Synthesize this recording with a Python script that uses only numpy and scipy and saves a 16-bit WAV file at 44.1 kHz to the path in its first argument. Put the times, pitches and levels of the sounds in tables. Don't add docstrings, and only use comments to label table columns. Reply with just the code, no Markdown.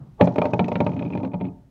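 import sys
import numpy as np
from scipy import signal
from scipy.fft import rfft, irfft, next_fast_len
from scipy.io import wavfile
from scipy.ndimage import map_coordinates

SR = 44100
rng = np.random.default_rng(int(sys.argv[2]) if len(sys.argv) > 2 else 0)


def dump_mix(stems):
    frames = np.atleast_2d(stems).T
    limited = np.clip(frames, -1, 1)
    pcm = np.round(limited * 32767).astype(np.int16)
    wavfile.write(sys.argv[1], SR, pcm)


N = 74970


def amp(db):
    return 10 ** (np.asarray(db) / 20)


def unit(x):
    return x / np.sqrt(np.mean(x ** 2) + 1e-20)


def along(points, hz):
    f, value = np.transpose(points)
    return np.interp(np.log(hz + 1), np.log(f + 1), value)


def filtered(x, response):
    size = next_fast_len(len(x) + SR // 2)
    spectrum = rfft(x, size) * response(np.fft.rfftfreq(size, 1 / SR))
    return irfft(spectrum, size)[:len(x)]


def noise(spectrum, size):
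    return unit(filtered(rng.standard_normal(size), lambda hz: amp(along(spectrum, hz))))


def wobble(rate):
    knots = rng.standard_normal(int(N * rate / SR) + 4)
    return map_coordinates(knots, [np.arange(N) * rate / SR])


def rise(t, rise_s):
    return (1 - np.exp(-t / rise_s)) ** 2


def burst(colour, rise_s, t60, t):
    return amp(-60 * t / t60) * rise(t, rise_s) * noise(colour, size=len(t))


SCATTER_DB, DAMPING_SCATTER, PHASE_SCATTER_RAD = 3, 0.13, 0.4


def ring(modes, rise_s, detune, t):
    hz, db, t60 = np.transpose(modes)[:, :, None]
    size, tune, shift, damp = rng.standard_normal((4, len(modes), 1))
    fall_db = 60 * t / (t60 * np.exp(DAMPING_SCATTER * damp))
    phase = 2 * np.pi * hz * (1 + detune * tune) * t + PHASE_SCATTER_RAD * shift
    waves = amp(db + SCATTER_DB * size - fall_db) * np.sin(phase)
    return waves.sum(0) / np.linalg.norm(amp(db)) * rise(t, rise_s)


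SOFT_HZ = 1500


def driven(x, modes):
    def response(f):
        total = 0
        for k, (centre, db, t60) in enumerate(modes):
            width = np.log(1000) / (np.pi * t60)
            damping = 1j * f * width
            total = total + (-1) ** k * amp(db) * damping / (centre ** 2 - f ** 2 + damping)
        return total / (1 + (f / SOFT_HZ) ** 4)
    return unit(filtered(x, response))


# (frequency [Hz], relative level [dB per Hz])
AIR_SPECTRUM = [(13, -32), (40, -4.5), (125, -3), (239, -11), (560, -31.5), (2600, -43.5), (15500, -56)]
AIR_DB = -53


def air():
    return amp(AIR_DB + 1.5 * wobble(4)) * noise(AIR_SPECTRUM, size=N)


# (frequency [Hz], t60 [s])
WALL_T60 = [(150, 0.35), (800, 0.52), (3000, 0.065), (10000, 0.048)]
WALL_DB, WALL_DELAY_S = -17, 0.006


def wall(x):
    hz, t, cells = signal.stft(rng.standard_normal(SR // 2), SR, nperseg=256)
    decay = amp(-60 * t / along(WALL_T60, hz)[:, None])
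    tail = signal.istft(cells * decay, SR, nperseg=256)[1]
    late = np.pad(x, (round(WALL_DELAY_S * SR), 0))
    reply = signal.fftconvolve(late, tail / np.linalg.norm(tail))[:N]
    return amp(WALL_DB) * reply


# (frequency [Hz], relative level [dB per Hz])
TURF_SPECTRUM = [(40, -23.5), (90, -5.5), (150, -1.5), (220, -12), (410, -25), (1200, -33.5), (4000, -81)]
TURF_DB, TURF_FADE_DB_PER_S = -38.5, 116


def turf():
    t = np.arange(N) / SR
    return amp(TURF_DB - TURF_FADE_DB_PER_S * t) * rise(t, 0.002) * noise(TURF_SPECTRUM, size=N)


SWELL_S, SWELL_DB, SWELL_CLACK_DB = 0.2107, -16, -26.5
SWELL_DB_PER_S = 1400.5


def swell():
    t = np.arange(N) / SR - SWELL_S
    cup_noise = driven(rng.standard_normal(N), CUP_MODES)
    mixed = cup_noise + amp(SWELL_CLACK_DB) * noise(CLACK_SPECTRUM, size=N)
    return amp(SWELL_DB - SWELL_DB_PER_S * np.abs(t)) * mixed


# (time [s], rumble level [dB], hiss level [dB])
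ROLL_LEVELS = [(0.205, -75.5, -81.5), (0.229, -25, -54.5), (0.341, -33.5, -66), (0.451, -40, -63),
               (.52, -39.5, -63.5), (0.899, -34, -65.5), (1.1, -36.5, -68.5), (1.269, -33, -69),
               (1.29, -38, -86), (1.47, -39.5, -78), (1.54, -58, -101), (1.7, -78.5, -99)]
# (frequency [Hz], relative level [dB per Hz])
HISS_SPECTRUM = [(1200, 6.5), (3000, 9), (6500, 2), (8000, -14), (15000, -29.5)]
BUMPS_PER_S, BUMP_DB = 160, 3.5
ROLL_CUP_DB = -14.5


def rolling():
    s, rumble_db, hiss_db = np.transpose(ROLL_LEVELS)
    t = np.arange(N) / SR
    bumps = amp(BUMP_DB * wobble(BUMPS_PER_S)) * rng.standard_normal(N)
    rumble = driven(bumps, DECK_MODES) + amp(ROLL_CUP_DB) * driven(bumps, CUP_MODES)
    hiss = unit(amp(BUMP_DB * wobble(BUMPS_PER_S)) * noise(HISS_SPECTRUM, size=N))
    return amp(np.interp(t, s, rumble_db)) * rumble + amp(np.interp(t, s, hiss_db)) * hiss


DETUNE = 0.013
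# (frequency [Hz], relative level [dB], typical t60 [s])
DECK_MODES = [(101.6, -23.5, 0.51), (123.34, -6, .25), (149.8, -10.5, 0.24), (177.1, -0.5, 0.18),
              (225.9, -1.5, 0.13), (267.5, -1, 0.1), (287.7, -3, 0.078), (348.2, -11, 0.088)]


def deck_thump(t):
    return ring(DECK_MODES, 0.0018, DETUNE, t)


# (frequency [Hz], relative level [dB], typical t60 [s])
CUP_MODES = [(412.1, -7.5, .1), (452, -3, 0.091), (519.3, -2.5, 0.067), (585.6, 2.5, 0.047),
             (589, 0.5, 0.037), (677, -3.5, 0.043), (718, -4.5, 0.059), (842, -1, 0.055),
             (910.7, -4.5, 0.079), (1116, -12, 0.05), (1225, -14, 0.05), (1374, -23, 0.054)]


def cup_ring(t):
    return ring(CUP_MODES, 0.0011, DETUNE, t)


# (frequency [Hz], relative level [dB per Hz])
CRACK_SPECTRUM = [(1500, -6), (4500, 10), (6500, 7.5), (9000, -6.5), (15000, -31)]


def contact_crack(t):
    return burst(CRACK_SPECTRUM, 0.00073, 0.033, t)


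# (frequency [Hz], relative level [dB per Hz])
CLACK_SPECTRUM = [(900, -6.5), (1400, 2), (1950, -1), (2450, 4), (2800, -5), (3300, -4.5), (4300, -14),
                  (4900, -29), (8000, -42)]
CLACK_DB, HARD_DB = -3.5, -25.5
CLACK_GROWS = 0.26


def shell_clack(ball_db, t):
    clack_db = ball_db + CLACK_DB + CLACK_GROWS * (ball_db - HARD_DB)
    return amp(clack_db) * burst(CLACK_SPECTRUM, 0.0006, 0.034, t)


# (frequency [Hz], relative level [dB], typical t60 [s])
BALL_MODES = [(2214, -3, 0.039), (2455, 7.5, 0.027), (2715, -7.5, 0.016)]


def ball_click(t):
    return ring(BALL_MODES, 0.00067, 0.022, t)


# (time [s], ball click level [dB], deck thump level [dB],
# cup ring level [dB], crack level [dB])
KNOCK_LEVELS = [(0.21, -15.5, -4.5, -3, -48.5), (0.222, -38, -14.5, -8.5, -60.5),
                (0.2427, -48, -24, -21.5, -46), (0.2554, -46.5, -17.5, -32, -49.5),
                (0.2727, -27.5, -20.5, -9.5, -57), (0.358, -31, -26, -15.5, -52.5),
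                (0.3824, -24, -8, -7.5, -46.5), (0.4165, -24.5, -27, -6.5, -53),
                (0.4419, -38.5, -19, -13.5, -57), (0.4536, -24, -19, -9, -49.5),
                (0.534, -25.5, -11.5, -8, -44.5), (0.5928, -20, -7, -5.5, -57),
                (0.6425, -29.5, -21, -32, -55), (0.6816, -32, -21.5, -15, -47.5),
                (0.717, -28.5, -18.5, -12.5, -69), (0.7548, -23, -15, -13.5, -68.5),
                (0.8032, -23, -8.5, -6, -49), (0.8643, -26.5, -13, -13, -59),
                (0.8914, -40, -17.5, -27, -60.5), (0.9168, -39, -25.5, -32, -78.5),
                (0.9337, -40.5, -21, -30.5, -76), (0.9645, -37, -21, -26.5, -67.5),
                (0.976, -41.5, -22.5, -37.5, -85.5), (0.9917, -30.5, -28, -35.5, -70),
                (1.0101, -43.5, -18, -24.5, -70.5), (1.0238, -33.5, -31, -21, -77),
                (1.05, -37, -17, -30, -71), (1.0604, -41, -29.5, -30, -69), (1.077, -45.5, -27, -35, -87.5),
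                (1.1026, -39.5, -20, -26.5, -80), (1.1237, -40.5, -20.5, -31.5, -69),
                (1.1337, -37, -20.5, -32, -70), (1.1508, -35.5, -13.5, -18.5, -64),
                (1.1745, -32, -15, -27, -84), (1.2, -42.5, -40.5, -22.5, -95),
                (1.232, -36, -15.5, -22.5, -70.5), (1.2478, -33, -21.5, -20.5, -81),
                (1.274, -47.5, -29.5, -32, -75.5), (1.3169, -47, -32, -42, -89),
                (1.3335, -40, -32.5, -29, -85), (1.3406, -34.5, -16.5, -21, -93),
                (1.402, -47, -32, -32, -86), (1.4099, -33.5, -19, -24, -85),
                (1.4426, -42.5, -20, -30, -84.5), (1.451, -39, -21.5, -37, -83.5),
                (1.466, -43.5, -26.5, -34, -90.5), (1.484, -51.5, -24, -36, -96)]


def knocks():
    out, t = np.zeros((2, N + SR)), np.arange(SR // 2) / SR
    for s, ball_db, deck_db, cup_db, crack_db in KNOCK_LEVELS:
        ball = amp(ball_db) * ball_click(t)
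        clack = shell_clack(ball_db, t)
        deck = amp(deck_db) * deck_thump(t)
        cup = amp(cup_db) * cup_ring(t)
        crack = amp(crack_db) * contact_crack(t)
        start = round(s * SR)
        out[:, start:start + len(t)] += [clack + deck - cup + crack, ball]
    return out[:, :N]


def scene():
    rattle, ball = knocks()
    return (rattle + ball + wall(rattle) + rolling() + turf() + swell())[None]


MIC_LOW_HZ, TOP_HZ = 86, 15800


def record(dry):
    high_pass = signal.butter(3, MIC_LOW_HZ, "high", fs=SR, output="sos")
    thin = signal.sosfilt(high_pass, dry[0])
    return filtered(thin + air(), lambda hz: hz < TOP_HZ)[None]


dry = scene()
out = record(dry)
dump_mix(out)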